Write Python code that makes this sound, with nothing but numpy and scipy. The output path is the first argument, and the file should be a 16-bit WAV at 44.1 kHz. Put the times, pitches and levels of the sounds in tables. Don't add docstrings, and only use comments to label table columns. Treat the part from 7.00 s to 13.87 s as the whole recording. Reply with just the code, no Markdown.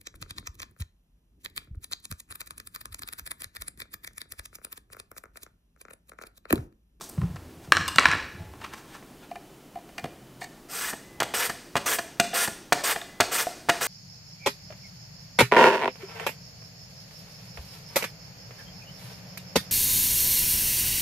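import sys
import numpy as np
from scipy import signal
from scipy.fft import rfft, irfft, next_fast_len
from scipy.io import wavfile
from scipy.ndimage import uniform_filter1d, map_coordinates

SR = 44100
rng = np.random.default_rng(int(sys.argv[2]) if len(sys.argv) > 2 else 0)


def output_pcm(signal):
    pcm = np.clip(np.atleast_2d(signal).T, -1, 1) * 32767
    wavfile.write(sys.argv[1], SR, np.round(pcm).astype(np.int16))


def voltage_ratio(level):
    return 10 ** (np.asarray(level, float) / 20)


N = 302967
T = np.arange(N) / SR

# mode_hz, width_hz, level_db
RIBS = [(1037, 670, -7.5), (1427, 120, -0.5), (1662, 110, -3.5), (2030, 180, -3), (2484, 175, -7),
        (2870, 72, -4), (3320, 690, -11.5)]
# mode_hz, width_hz, level_db
HELD = [(666, 28, -1), (780, 144, -7)]
# mode_hz, width_hz, level_db
SOFT = [(182, 180, 5.5), (286, 244, 6.9), (532, 333, 2.4)]
# mode_hz, width_hz, level_db
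KNIFE = [(1063, 145, 5), (1360, 125, 4), (1750, 310, 1.5), (2435, 190, -6), (2590, 78, -0.5),
         (2800, 810, -4), (4100, 1500, -9.5)]
# start_s, peak_db, plate_ring_db, treble_db
EXITS = [(3.9343, -31, -12, -8), (4.4985, -24.5, -12.5, -4), (4.9893, -22, -14.5, -4.5),
         (5.4785, -26, -12, -4), (5.9607, -30, -4.5, -27)]
# start_s, peak_db
SLAPS = [(4.222, -8), (4.7553, -9), (4.7645, -12), (5.7232, -3), (6.2023, -5), (6.4688, -19), (6.6873, -12),
         (6.6941, -5)]


def unit(x):
    return x / np.sqrt(np.mean(x ** 2) + 1e-20)


def along(points, hz):
    f, v = np.transpose(points)
    return np.interp(np.log(hz + 1), np.log(f + 1), v)


def wobble(rate):
    knots = np.clip(rng.standard_normal(int(N * rate / SR) + 4), -2, 2)
    return map_coordinates(knots, [T * rate])


def filtered(x, response):
    m = next_fast_len(N + SR // 2)
    h = response(np.fft.rfftfreq(m, 1 / SR))
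    h = h / np.sqrt(np.mean(np.abs(h) ** 2))
    return irfft(rfft(x, m) * h, m)[:N]


def body(modes):
    def response(f):
        return sum((-1) ** k * voltage_ratio(db) * 1j * f * w / (c * c - f * f + 1j * f * w)
                   for k, (c, w, db) in enumerate(modes))
    return response


def grit(spiky_db):
    return unit(rng.standard_normal(N) * voltage_ratio(spiky_db * wobble(1500)))


def burst(ms, rise, crack, rows):
    t = np.arange(2048) / SR
    life = ms / 1000 + 1e-4
    shape = voltage_ratio(-10 * t / life) * (1 - np.exp(-t / (rise * life)))
    z = rfft(rng.standard_normal((rows, len(t))) * shape ** 2)
    even = irfft(z / np.abs(z) ** .8) * shape
    power = np.sum(even ** 2, axis=1, keepdims=True) / np.sum((shape / shape.max()) ** 4)
    return even / np.sqrt(power) * (1 + crack * voltage_ratio(-60 * t / 0.0017))


def knocks(events, ribs, plate, rise, crack, ms, thump_db, grows, early=0):
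    # mode_hz, width_hz, level_db
    blade = [(4480, 690, 7.5), (5930, 290, 7), (6360, 640, 5), (8470, 790, 5), (11500, 1800, -4),
             (14600, 6200, -10.5)]
    force = np.zeros((4, N + 2048))
    for s, db, ring_db, treble_db in events:
        thump = thump_db + grows * (db + 20.0)
        gains = voltage_ratio([[db - 4.5], [db + ring_db + 3.5], [db + treble_db - 5.5], [thump]])
        force[:, round((s - early) * SR):][:, :2048] += gains * burst(ms, rise, crack, rows=4)
    return sum(filtered(f[:N], body(part)) for f, part in zip(force, (ribs, plate, blade, SOFT)))


def clatter(events, modes, ms, thump_db, grows):
    # mode_hz, width_hz, level_db
    steel = [(4880, 470, 1.5), (6110, 410, -1), (7230, 920, -4), (9100, 2000, -11.5), (11300, 3100, -38)]
    # mode_hz, width_hz, level_db
    wood = [(296, 140, -1.3), (636, 170, -0.5), (794, 200, -0.5)]
    force = np.zeros((3, N + 2048))
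    for s, db, hz, treble_db in events:
        rattle = burst(ms, rise=0.03, crack=0.854, rows=3)
        rattle[0] = 0.49 * rattle[0] + 1.95 * signal.lfilter(*signal.iirpeak(hz, 2.2, SR), rattle[0])
        gains = voltage_ratio([[db - 7.0], [db + treble_db - 5.0], [thump_db + grows * (db + 20.5)]])
        force[:, round(s * SR):][:, :2048] += gains * rattle
    return sum(filtered(f[:N], body(part)) for f, part in zip(force, (modes, steel, wood)))


def blows(events, modes, blunt_hz):
    force = np.zeros(N)
    for s, db in events:
        force[round(s * SR)] = voltage_ratio(db + 14.5)
    ring = body(modes)
    return filtered(force, lambda hz: ring(hz) / (1 + 1j * hz / blunt_hz))


def rubs(events, modes, rise):
    force = np.zeros(N + 2048)
    for s, db, ms in events:
        force[round(s * SR):][:2048] += voltage_ratio(db) * burst(ms, rise, crack=0, rows=1)[0]
    return filtered(force[:N], body(modes))


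def stroking():
    # start_s, length_s, pressure_db, time_to_full_pressure_s, first_ridge_rate_hz
    pushes = [(3.685, 0.24, -38, 0.083, 1350), (4.337, 0.146, -32.5, 0.0066, 1330),
              (4.857, 0.114, -31, 0.0067, 1250), (5.336, 0.133, -30.5, 0.011, 1050),
              (5.836, 0.108, -30, 0.005, 1050), (6.314, 0.128, -32, 0.009, 1150),
              (6.806, 0.15, -31.5, 0.012, 1340)]
    # ridge_clarity_db, fade_as_slice_comes_free_s, lateness_of_speeding_up (power)
    feel = [(0, .03, 5), (-4, .03, 3.5), (-4, .035, 2.5), (-4, .035, 2.5), (-5, .03, 2.2), (-7, .025, 2.5),
            (-8, .03, 2.5)]
    top_rate_hz, top_rate_at, fastest_at = 1900, 0.9, 0.77
    soft_start_db, touch_db, lift_db = -11.5, -10, -13.5
    press_db, speed, since = np.full(N, -120.), np.zeros(N), np.zeros(N)
    ridge_hz, song = np.full(N, top_rate_hz * 1.), np.zeros(N)
    for (s, length, db, rise, first_hz), (song_db, lift, late) in zip(pushes, feel):
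        on = (T >= s) & (T < s + length)
        t = T[on] - s
        press_db[on] = db + soft_start_db * np.clip(1 - t / rise, 0, 1)
        press_db[on] += lift_db * np.clip(1 - (length - t) / lift, 0, 1) ** 2
        press_db[on] += touch_db * np.clip(1 - t / (0.22 * rise), 0, 1)
        song[on] = voltage_ratio(song_db)
        speed[on] = np.sin(np.pi / 2 * t / (fastest_at * length)) ** 2
        since[on] = t
        climb = np.sin(np.pi / 2 * t / (top_rate_at * length)) ** late
        ridge_hz[on] = first_hz + (top_rate_hz - first_hz) * climb
    return uniform_filter1d(voltage_ratio(press_db), size=130), speed, since, ridge_hz, song


def blade_hiss(tearing, speed):
    # point_hz, density_db_per_hz
    fizz_colour = [(1470, -31), (2500, -11), (2660, -15), (4090, -8), (4810, -3), (7110, -3.5),
                   (8550, -1.5), (10200, -7), (13600, -3), (15700, -11.5)]
    # mode_hz, width_hz, level_db
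    edge_song = [(2900, 190, -5), (4810, 260, -2.5), (6000, 380, -1), (8400, 420, 2.5)]
    hiss = filtered(tearing, lambda hz: voltage_ratio(along(fizz_colour, hz)))
    hiss = hiss + voltage_ratio(-7) * filtered(grit(2), body(edge_song))
    z = signal.stft(hiss, nperseg=256)[2]
    patches = uniform_filter1d(rng.standard_normal(z.shape), size=5, axis=0)
    patches = uniform_filter1d(patches, size=9, axis=1)
    frame_speed = np.pad(speed, (0, 256))[::128][:z.shape[1]]
    tilt_db = 3.5 * np.linspace(-1, 1, len(z))[:, None] * (frame_speed - .6)
    z = z * voltage_ratio(tilt_db) * voltage_ratio(1.9 * unit(patches))
    return unit(signal.istft(z, nperseg=256)[1][:N])


def strokes():
    # mode_hz, width_hz, level_db
    sing = [(1100, 100, -3), (1470, 110, 0), (1720, 84, 1.5), (1920, 71, -1), (2500, 70, -5.5),
            (2870, 37, -7), (3230, 120, -17)]
    fizz, speed, since, ridge_hz, song = stroking()
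    bite_db = 10 * np.exp(-since / 0.045)
    swell_db = 4 * speed
    ribs = fizz * voltage_ratio(2 + swell_db + 0.53 * bite_db)
    plate = fizz * voltage_ratio(-12 + bite_db + 0.29 * swell_db)
    turn = 2 * np.pi * np.cumsum(ridge_hz * (1 + .025 * wobble(70) + .065 * wobble(350))) / SR
    tearing = grit(1.8) * voltage_ratio(1.1 * wobble(200)) * (1 + .3 * np.sin(turn))
    ridges = song * voltage_ratio(-3.5 + 3.0 * wobble(180)) * (np.sin(turn) + 0.57 * np.sin(2 * turn + 1))
    scrape = voltage_ratio(1.5 + 1.5 * wobble(70)) * filtered(grit(2.5), body(RIBS))
    sung = filtered(ribs * (ridges + 0.86 * tearing), body(sing))
    bend = voltage_ratio(2 * wobble(40)) * filtered(grit(3), body(HELD + [(460, 90, 0)]))
    cut = voltage_ratio(3.5 + 0.73 * wobble(70)) * fizz * blade_hiss(tearing, speed)
    rasp = voltage_ratio(-6.0) * ribs * (0.53 * ridges + scrape)
    return cut + rasp + voltage_ratio(-17.0) * sung + voltage_ratio(0.5) * plate * bend


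def hard_contacts():
    # start_s, peak_db, plate_ring_db, treble_db
    hard = [(3.041, -30, -6.5, -11), (4.2017, -17, -25, -0.5), (4.2064, -19, -18, -19),
            (4.213, -24.5, -8, -8), (4.337, -23, -35, -25), (4.7551, -22, -8, -10), (4.8623, -25, -16, -19),
            (5.1984, -11, -24, 1.5), (5.2084, -23, -6.5, -19), (5.3303, -37, 6, -14), (5.7594, -34, -4, -8),
            (6.311, -32, -15, -10), (6.32, -28, -20, -15), (6.238, -31, -7, -12), (6.0148, -32.5, -12, -16),
            (6.4685, -38, 4.5, -28), (6.8099, -22, -24, -18)]
    # start_s, peak_db, plate_ring_db, treble_db
    skids = [(4.2264, -22.5, -27, -6), (4.2344, -37, -22, -1), (4.7631, -17, -29, -7.5),
             (4.7715, -24, -31, -5), (5.2424, -33.5, -15, -6), (5.196, -30, -10, -15),
             (5.7229, -14, -13, -1), (6.2018, -11.5, -10.5, -1.5), (6.2104, -18, -21, -22),
             (6.6864, -16, -8, -11), (6.6932, -11, -18, -8)]
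    # mode_hz, width_hz, level_db
    plate = [(697, 30, 0), (775, 50, -7)]
    out = knocks(hard, RIBS, plate, rise=0.04, crack=0.51, ms=9.4, thump_db=-32.5, grows=1.47)
    return out + knocks(skids, RIBS, plate, rise=0.49, crack=0, ms=9.4, thump_db=-33.0, grows=0.92)


def slaps():
    force = np.zeros(N)
    for s, db in SLAPS:
        force[round(s * SR):][:20] = voltage_ratio(db - 5.0) * np.hanning(20)
    return filtered(force, body([(805, 770, 0)]))


def palms():
    # start_s, peak_db
    landings = [(1.24, -48), (3.041, -29.5), (3.0538, -33.5), (4.2055, -32), (4.7535, -23.5), (5.48, -30),
                (5.7241, -27), (6.2028, -20.5)]
    return rubs([(s, db, 6.45) for s, db in landings], SOFT, rise=0.18)


def strikes():
    # start_s, peak_db
    hits = [(4.2019, -15.5), (2.9812, -21), (3.0412, -29), (4.7553, -19), (4.9862, -17), (5.9615, -22),
            (5.1982, -6), (5.7233, -12.5), (6.2025, -26), (6.6942, -9.5)]
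    # mode_hz, width_hz, level_db
    shell = [(692, 28, 9.5), (1100, 140, -14), (1436, 81, -2.5), (1874, 170, -1), (2030, 88, -18),
             (2400, 67, 1.5), (2810, 95, -2), (3230, 90, -4), (3790, 50, -12), (4530, 150, -10),
             (6000, 330, -13)]
    return blows(hits, shell, 8200)


def rings():
    # start_s, level_db, mode_hz, width_hz
    ringing_modes = [(5.1982, -19, 694, 14), (5.1994, -31, 3500, 26), (5.7233, -27, 1780, 20),
                     (6.2, -41, 5300, 25), (5.7229, -25, 2300, 26), (6.202, -28, 3600, 22),
                     (6.201, -34, 2400, 55), (5.9616, -36, 1770, 27),
                     (4.2035, -20, 2870, 95), (6.4692, -17, 720, 45), (5.2085, -20, 2800, 200)]
    out, t = np.zeros(N + SR), np.arange(SR // 4) / SR
    for s, db, hz, width in ringing_modes:
        out[round(s * SR):][:len(t)] += voltage_ratio(db) * np.exp(-np.pi * width * t) * np.sin(2 * np.pi * hz * t)
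    return out[:N]


def returns():
    # peak_s, fade_s, level_db
    drags = [(4.25, .07, -54), (4.52, 0.17, -50), (4.79, .06, -48), (5.23, .09, -45), (5.75, 0.09, -40),
             (6.23, .09, -39), (6.49, .16, -48), (6.72, 0.099, -37)]
    # mode_hz, width_hz, level_db
    glide = [(1500, 600, 0), (2500, 700, -3), (4600, 1400, 0), (6350, 1300, -2), (8300, 1500, -5)]
    gain = sum(voltage_ratio(db - 10 * np.where(T < s, (s - T) / 0.013, (T - s) / fade)) for s, fade, db in drags)
    return gain * voltage_ratio(1.5 * wobble(60)) * filtered(grit(2), body(glide))


def catches():
    # mode_hz, width_hz, level_db
    catch = [(450, 60, -2), (1750, 110, 0), (2900, 120, -1), (3550, 150, -7)]
    return rubs([(4.337, -29, 16), (5.329, -33, 9), (6.309, -38, 7)], catch, rise=.2)


def exits():
    # mode_hz, width_hz, level_db
    edge = [(930, 420, 1.5), (1765, 130, 12.5), (3000, 250, -5)]
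    slips = [(3.925, -34, 9.5), (4.491, -31, 11), (4.503, -35, 9), (5.472, -29.5, 10.5)]
    out = knocks(EXITS, edge, HELD, rise=1.0, crack=0, ms=8.9, thump_db=-32.0, grows=0.43, early=0.0055)
    return out + rubs(slips, edge + HELD, rise=0.59)


def taps():
    # start_s, peak_db, plate_ring_db, treble_db
    touches = [(2.3106, -41, 7, -28), (2.354, -36.5, 3.5, -28), (2.753, -45, 10, -26),
               (2.768, -52, 12, -24), (2.786, -54, 12, -24), (2.8888, -47, -4, -19),
               (2.979, -28, -12.5, -8.5), (2.9914, -36.5, -3, -7), (3.0544, -39, -2, -10),
               (3.4136, -37, -6, -11.5), (3.4264, -40.5, -6, 1), (3.4394, -41, -8, 6)]
    # mode_hz, width_hz, level_db
    free = [(1230, 480, -6.5), (1765, 47, 8.5), (2070, 87, 4.5), (2400, 46, 7.5), (2850, 134, -0.5),
            (3700, 125, -7), (4470, 600, -8)]
    # mode_hz, width_hz, level_db
    loose = [(701, 25.5, 3.5), (780, 45, -2.5), (1050, 160, -19.5)]
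    return knocks(touches, free, loose, rise=0.21, crack=0, ms=9.4, thump_db=-44.5, grows=0.15)


def scratches():
    # mode_hz, width_hz, level_db
    nail = [(720, 70, -2), (1820, 74, -0.5), (2230, 42, -3), (2790, 34, -11), (3640, 140, -12.5),
            (4420, 88, -9.5), (6450, 58, -16), (8550, 130, -20.5)]
    # mode_hz, width_hz, level_db
    chip = [(1700, 110, -3), (2080, 150, -6), (3600, 110, 1)]
    out = rubs([(3.413, -36.5, 12), (3.428, -42, 25)], nail, rise=0.36)
    return out + rubs([(5.958, -41, 6.5), (6.013, -36.5, 5.5)], chip, rise=.3)


def knife():
    # mode_hz, width_hz, level_db
    drop = [(1120, 126, 0.5), (1668, 196, 1.5), (2280, 82, -6.5), (2825, 180, -7), (3250, 53, -22.5),
            (3780, 52, -15.5), (4190, 150, -6.5), (4680, 63, -29), (5580, 270, -11.5)]
    # mode_hz, width_hz, level_db
    land = [(1130, 57, -5), (1337, 75, 0.5), (1510, 34, -0.5), (1915, 85, 0), (2260, 91, 2.5),
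            (2850, 155, -4.5), (3420, 100, -8), (3970, 170, -6), (4550, 170, -9.5)]
    # mode_hz, width_hz, level_db
    rock = [(978, 120, -6), (1480, 37, -1.5), (1696, 62, 1.5), (2380, 210, -3.5), (2660, 100, -10),
            (2900, 78, -11), (3990, 220, -13), (5100, 65, -14), (5540, 180, -16.5)]
    # mode_hz, width_hz, level_db
    graze = [(1070, 180, 0.5), (2850, 80, 3), (3600, 130, -1.5), (4950, 190, -4), (6120, 200, -10.5),
             (6500, 150, -11), (7260, 130, -12), (8370, 400, -7.5)]
    # start_s, peak_db
    bounces = [(1.0, -17), (1.006, -15), (1.017, -21.5), (1.024, -12.5), (1.037, -19), (1.041, -14.5),
               (1.045, -10.5), (1.061, -11.5), (1.067, -13), (1.071, -14.5), (1.09, -15), (1.096, -14),
               (1.118, -10), (1.131, -11), (1.145, -21), (1.16, -18)]
    hard = blows([(0.7213, 2), (0.7688, -8)], drop, 5000) + blows([(0.9836, 0.93)], land, 6000)
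    hard = hard + blows([(1.0553, -1), (1.1136, -12), (1.1255, -14)], rock, 5000)
    small = voltage_ratio(-7) * (blows(bounces[::2], KNIFE, 3000) + blows(bounces[1::2], RIBS, 3100))
    return hard + small + rubs([(0.878, -24.5, 9.9), (0.884, -27, 6.9), (0.9588, -25, 5)], graze, rise=0.19)


def board_contacts():
    # start_s, peak_db, pitch_hz, treble_db
    fall = [
        (0.7214, -3.5, 1590, -9),
        (0.7686, -12.5, 1300, -8.5),
        (0.7735, -15, 1320, -16),
        (0.8086, -26, 1410, -22),
    ]
    # mode_hz, width_hz, level_db
    flat = [(1150, 200, -14), (1350, 270, 2), (1650, 210, -1), (2500, 430, -0.5), (2870, 120, -4),
            (4100, 190, -20)]
    # start_s, peak_db, pitch_hz, treble_db
    rocking = [(0.879, -28, 2850, 1), (0.8854, -28, 1070, -10), (0.9587, -21, 1310, -0.5),
               (0.9842, -3.5, 2400, -14), (0.9878, -8.5, 1020, -11), (0.9947, -13.5, 3000, -2),
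               (1.0104, -17.5, 1360, -17), (1.0323, -18, 2730, -17.5), (1.0558, -7.5, 1650, -12.5),
               (1.0849, -15, 1614, -13), (1.1045, -16.5, 1100, -25), (1.1145, -16, 1850, -8),
               (1.1335, -15, 1920, -33), (1.1508, -19.5, 1480, -30.5)]
    # start_s, peak_db, pitch_hz, treble_db
    hands = [(0.0094, -36.5, 1190, -1), (0.0962, -47, 1160, 8), (0.1784, -37.5, 1090, -27),
             (0.2152, -29, 1050, -32), (0.233, -40, 1150, -15), (0.3585, -39, 1400, -4),
             (0.674, -50, 1120, -7), (1.536, -39, 900, -30), (1.554, -44, 900, -35),
             (1.6133, -38, 1114, -9), (1.6456, -25, 1140, -16), (1.7365, -34, 1120, -7),
             (1.7425, -39, 2500, -2), (1.949, -33.5, 890, -15), (2.0253, -44, 2200, -10)]
    drags = [(0.361, -42, 9), (1.638, -36, 12), (1.612, -43.5, 12), (1.66, -45, 8.4),
             (1.733, -37, 8), (1.93, -52, 29), (1.952, -47, 11)]
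    out = clatter(fall, flat, ms=3.3, thump_db=-30.5, grows=0.62)
    out = out + clatter(rocking, KNIFE, ms=4.4, thump_db=-32.5, grows=0.77)
    out = out + clatter(hands, KNIFE, ms=6.6, thump_db=-37.5, grows=0.27)
    return out + rubs(drags, KNIFE, rise=0.35)


def ticks():
    # start_s, peak_db
    clicks = [(0.0905, -41), (0.0953, -36.5), (0.7203, -30), (0.879, -28.5), (0.959, -33.5), (1.066, -41),
              (0.9947, -47.5), (4.23, -35)]
    return rubs([(s, db, 4.8) for s, db in clicks], [(8240, 1510, 1.0), (13300, 2400, -1.5)], rise=.1)


def slides():
    # peak_s, rise_s, fall_s, fizz_db, body_db
    brushes = [(0.01, 0.0021, 0.17, -32, -40), (0.65, 0.079, 0.067, -48, -46),
               (1.644, 0.1, 0.07, -43.5, -32.5), (1.74, 0.048, 0.017, -43, -32), (1.78, .06, .08, -46, -42),
               (1.955, 0.2, 0.08, -45, -38.5), (2.235, .06, .08, -55, -43),
               (3.415, 0.021, 0.056, -38, -37.5)]
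    fizz, body_gain = np.zeros(N), np.zeros(N)
    for s, rise, fall, fizz_db, body_db in brushes:
        fade_db = -34.5 * np.where(T < s, (s - T) / rise, (T - s) / fall)
        fizz += voltage_ratio(fizz_db + fade_db)
        body_gain += voltage_ratio(body_db + fade_db)
    skin = [(3500, 690, -7.0), (6010, 1700, -5.0), (8450, 1500, -5), (13000, 3560, -12)]
    hiss = filtered(grit(4.2), body(skin))
    hollow = filtered(grit(1), body(KNIFE + [(850, 190, 5.7)]))
    return voltage_ratio(-8.0 + 1.3 * wobble(55.0)) * (fizz * hiss + body_gain * hollow)


def thuds():
    # start_s, peak_db
    booms = [(0.177, -18), (0.215, -19), (0.2305, -18), (0.248, -24.5), (0.299, -31), (0.337, -30),
             (0.566, -45), (0.677, -37), (0.704, -37), (0.794, -28), (0.953, -30.5), (1.077, -30),
             (1.138, -33), (1.342, -41), (1.399, -33), (3.028, -38)]
    # mode_hz, width_hz, level_db
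    table = [(59.7, 13, -3), (92, 11.5, 9), (141.3, 13.6, 11), (173.3, 15.2, 10)]
    force = np.zeros(N)
    for s, db in booms:
        force[round(s * SR):][:50] = voltage_ratio(db - 2.5) * np.hanning(50)
    return filtered(force, body(table))


def walls(x):
    # band_hz, t60_s, level_db
    tiles = [(100, 0.21, 5.5), (510, 0.68, 0), (714, 0.52, -0.5), (1400, 0.65, -5), (4000, 0.68, -1.5),
             (5970, .72, -2), (9000, 0.47, 0.5), (15200, 0.34, -1)]
    out, step = np.zeros(N + SR), SR // 8
    wall_hz, t60, db = np.transpose(tiles)
    for i in range(0, N, step):
        hz, t, z = signal.stft(rng.standard_normal(SR // 2), SR, nperseg=256)
        level_db = along(list(zip(wall_hz, db)), hz)[:, None]
        fade_db = level_db - 60 * t / along(list(zip(wall_hz, t60)), hz)[:, None]
        tail = signal.istft(z * voltage_ratio(fade_db), SR, nperseg=256)[1]
        clumps_db = 2.5 * rng.standard_normal(len(tail) // 64 + 1).clip(-1.6, 1.6)
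        tail = tail * voltage_ratio(clumps_db.repeat(64)[:len(tail)])
        wet = signal.fftconvolve(x[i:i + step], tail / np.linalg.norm(tail))
        out[i + 180:][:len(wet)] += wet
    return out[:N]


def rumble():
    # peak_s, level_db
    nudges = [(0.23, -30), (0.78, -30), (1.07, -36.5), (1.42, -35.5), (3.02, -52), (4.1, -49.5)]
    shoves = nudges + [(row[0], -60) for row in EXITS + SLAPS]
    rise_db_s, fall_db_s, still_db = 245, 57.5, -62
    shake = sum(voltage_ratio(db - np.maximum(rise_db_s * (s - T), fall_db_s * (T - s))) for s, db in shoves)
    low = unit(filtered(rng.standard_normal(N), body([(45, 36, -10.5), (85, 34, -0.5)])))
    return (shake + voltage_ratio(still_db)) * voltage_ratio(-7.5) * low


def kitchen():
    # point_hz, density_db_per_hz
    hum_colour = [(12, -32), (20, -7), (59, -9.5), (90, -29), (123, -4.5), (203, -4.5), (284, -3.5),
                  (375, -4), (469, -11), (713, -12.5), (996, -16.5), (2180, -23), (2960, -23.5),
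                  (3910, -26), (15800, -31)]
    # start_s, end_s, pitch_hz, level_db
    whines = [(1.33, 1.55, 2010, -66), (2.15, 3.55, 3030, -69), (4.03, 4.25, 2015, -58),
              (6.05, 6.22, 2015, -55), (3.2, 3.42, 127, -53), (4.1, 4.2, 840, -60), (1.37, 1.52, 850, -55),
              (1.39, 1.45, 650, -54)]
    tone = filtered(rng.standard_normal(N), lambda hz: voltage_ratio(along(hum_colour, hz)))
    hum = voltage_ratio(-50 + 0.36 * wobble(6.1)) * tone
    for start, end, hz, level_db in whines:
        swell = np.clip(np.minimum(T - start, end - T) / 0.0081, 0, 1)
        whine = np.sin(2 * np.pi * hz * T + 0.21 * wobble(25.4))
        hum = hum + voltage_ratio(level_db + 0.62 * wobble(36)) * swell * whine
    return hum


def scene():
    slicer = strokes() + hard_contacts() + slaps() + palms() + strikes() + rings() + returns() + catches()
    light = exits() + taps() + scratches()
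    board = knife() + board_contacts() + ticks() + slides()
    echo = walls(voltage_ratio(-10) * slicer + voltage_ratio(-12.5) * light + voltage_ratio(-7.0) * board)
    mono = slicer + light + board + echo + thuds() + rumble() + kitchen()
    return np.array([mono, mono])


def low_pass(x):
    return signal.sosfilt(signal.butter(12, 16810, fs=SR, output="sos"), x)


def record(dry):
    x = dry / (1 + np.abs(dry) ** 8) ** (1 / 8)
    colour = [(30, 15), (300, 8.9), (1000, 1), (3000, 3.0), (12000, 1)]  # Hz, dB per Hz
    noise = voltage_ratio(-73) * filtered(rng.standard_normal(N), lambda hz: voltage_ratio(along(colour, hz)))
    x = x + np.array([noise, -noise])
    x = signal.sosfiltfilt(signal.ellip(10, .1, 17, 15760, fs=SR, output="sos"), x)
    return low_pass(x)


dry = scene()
out = record(dry)
output_pcm(out)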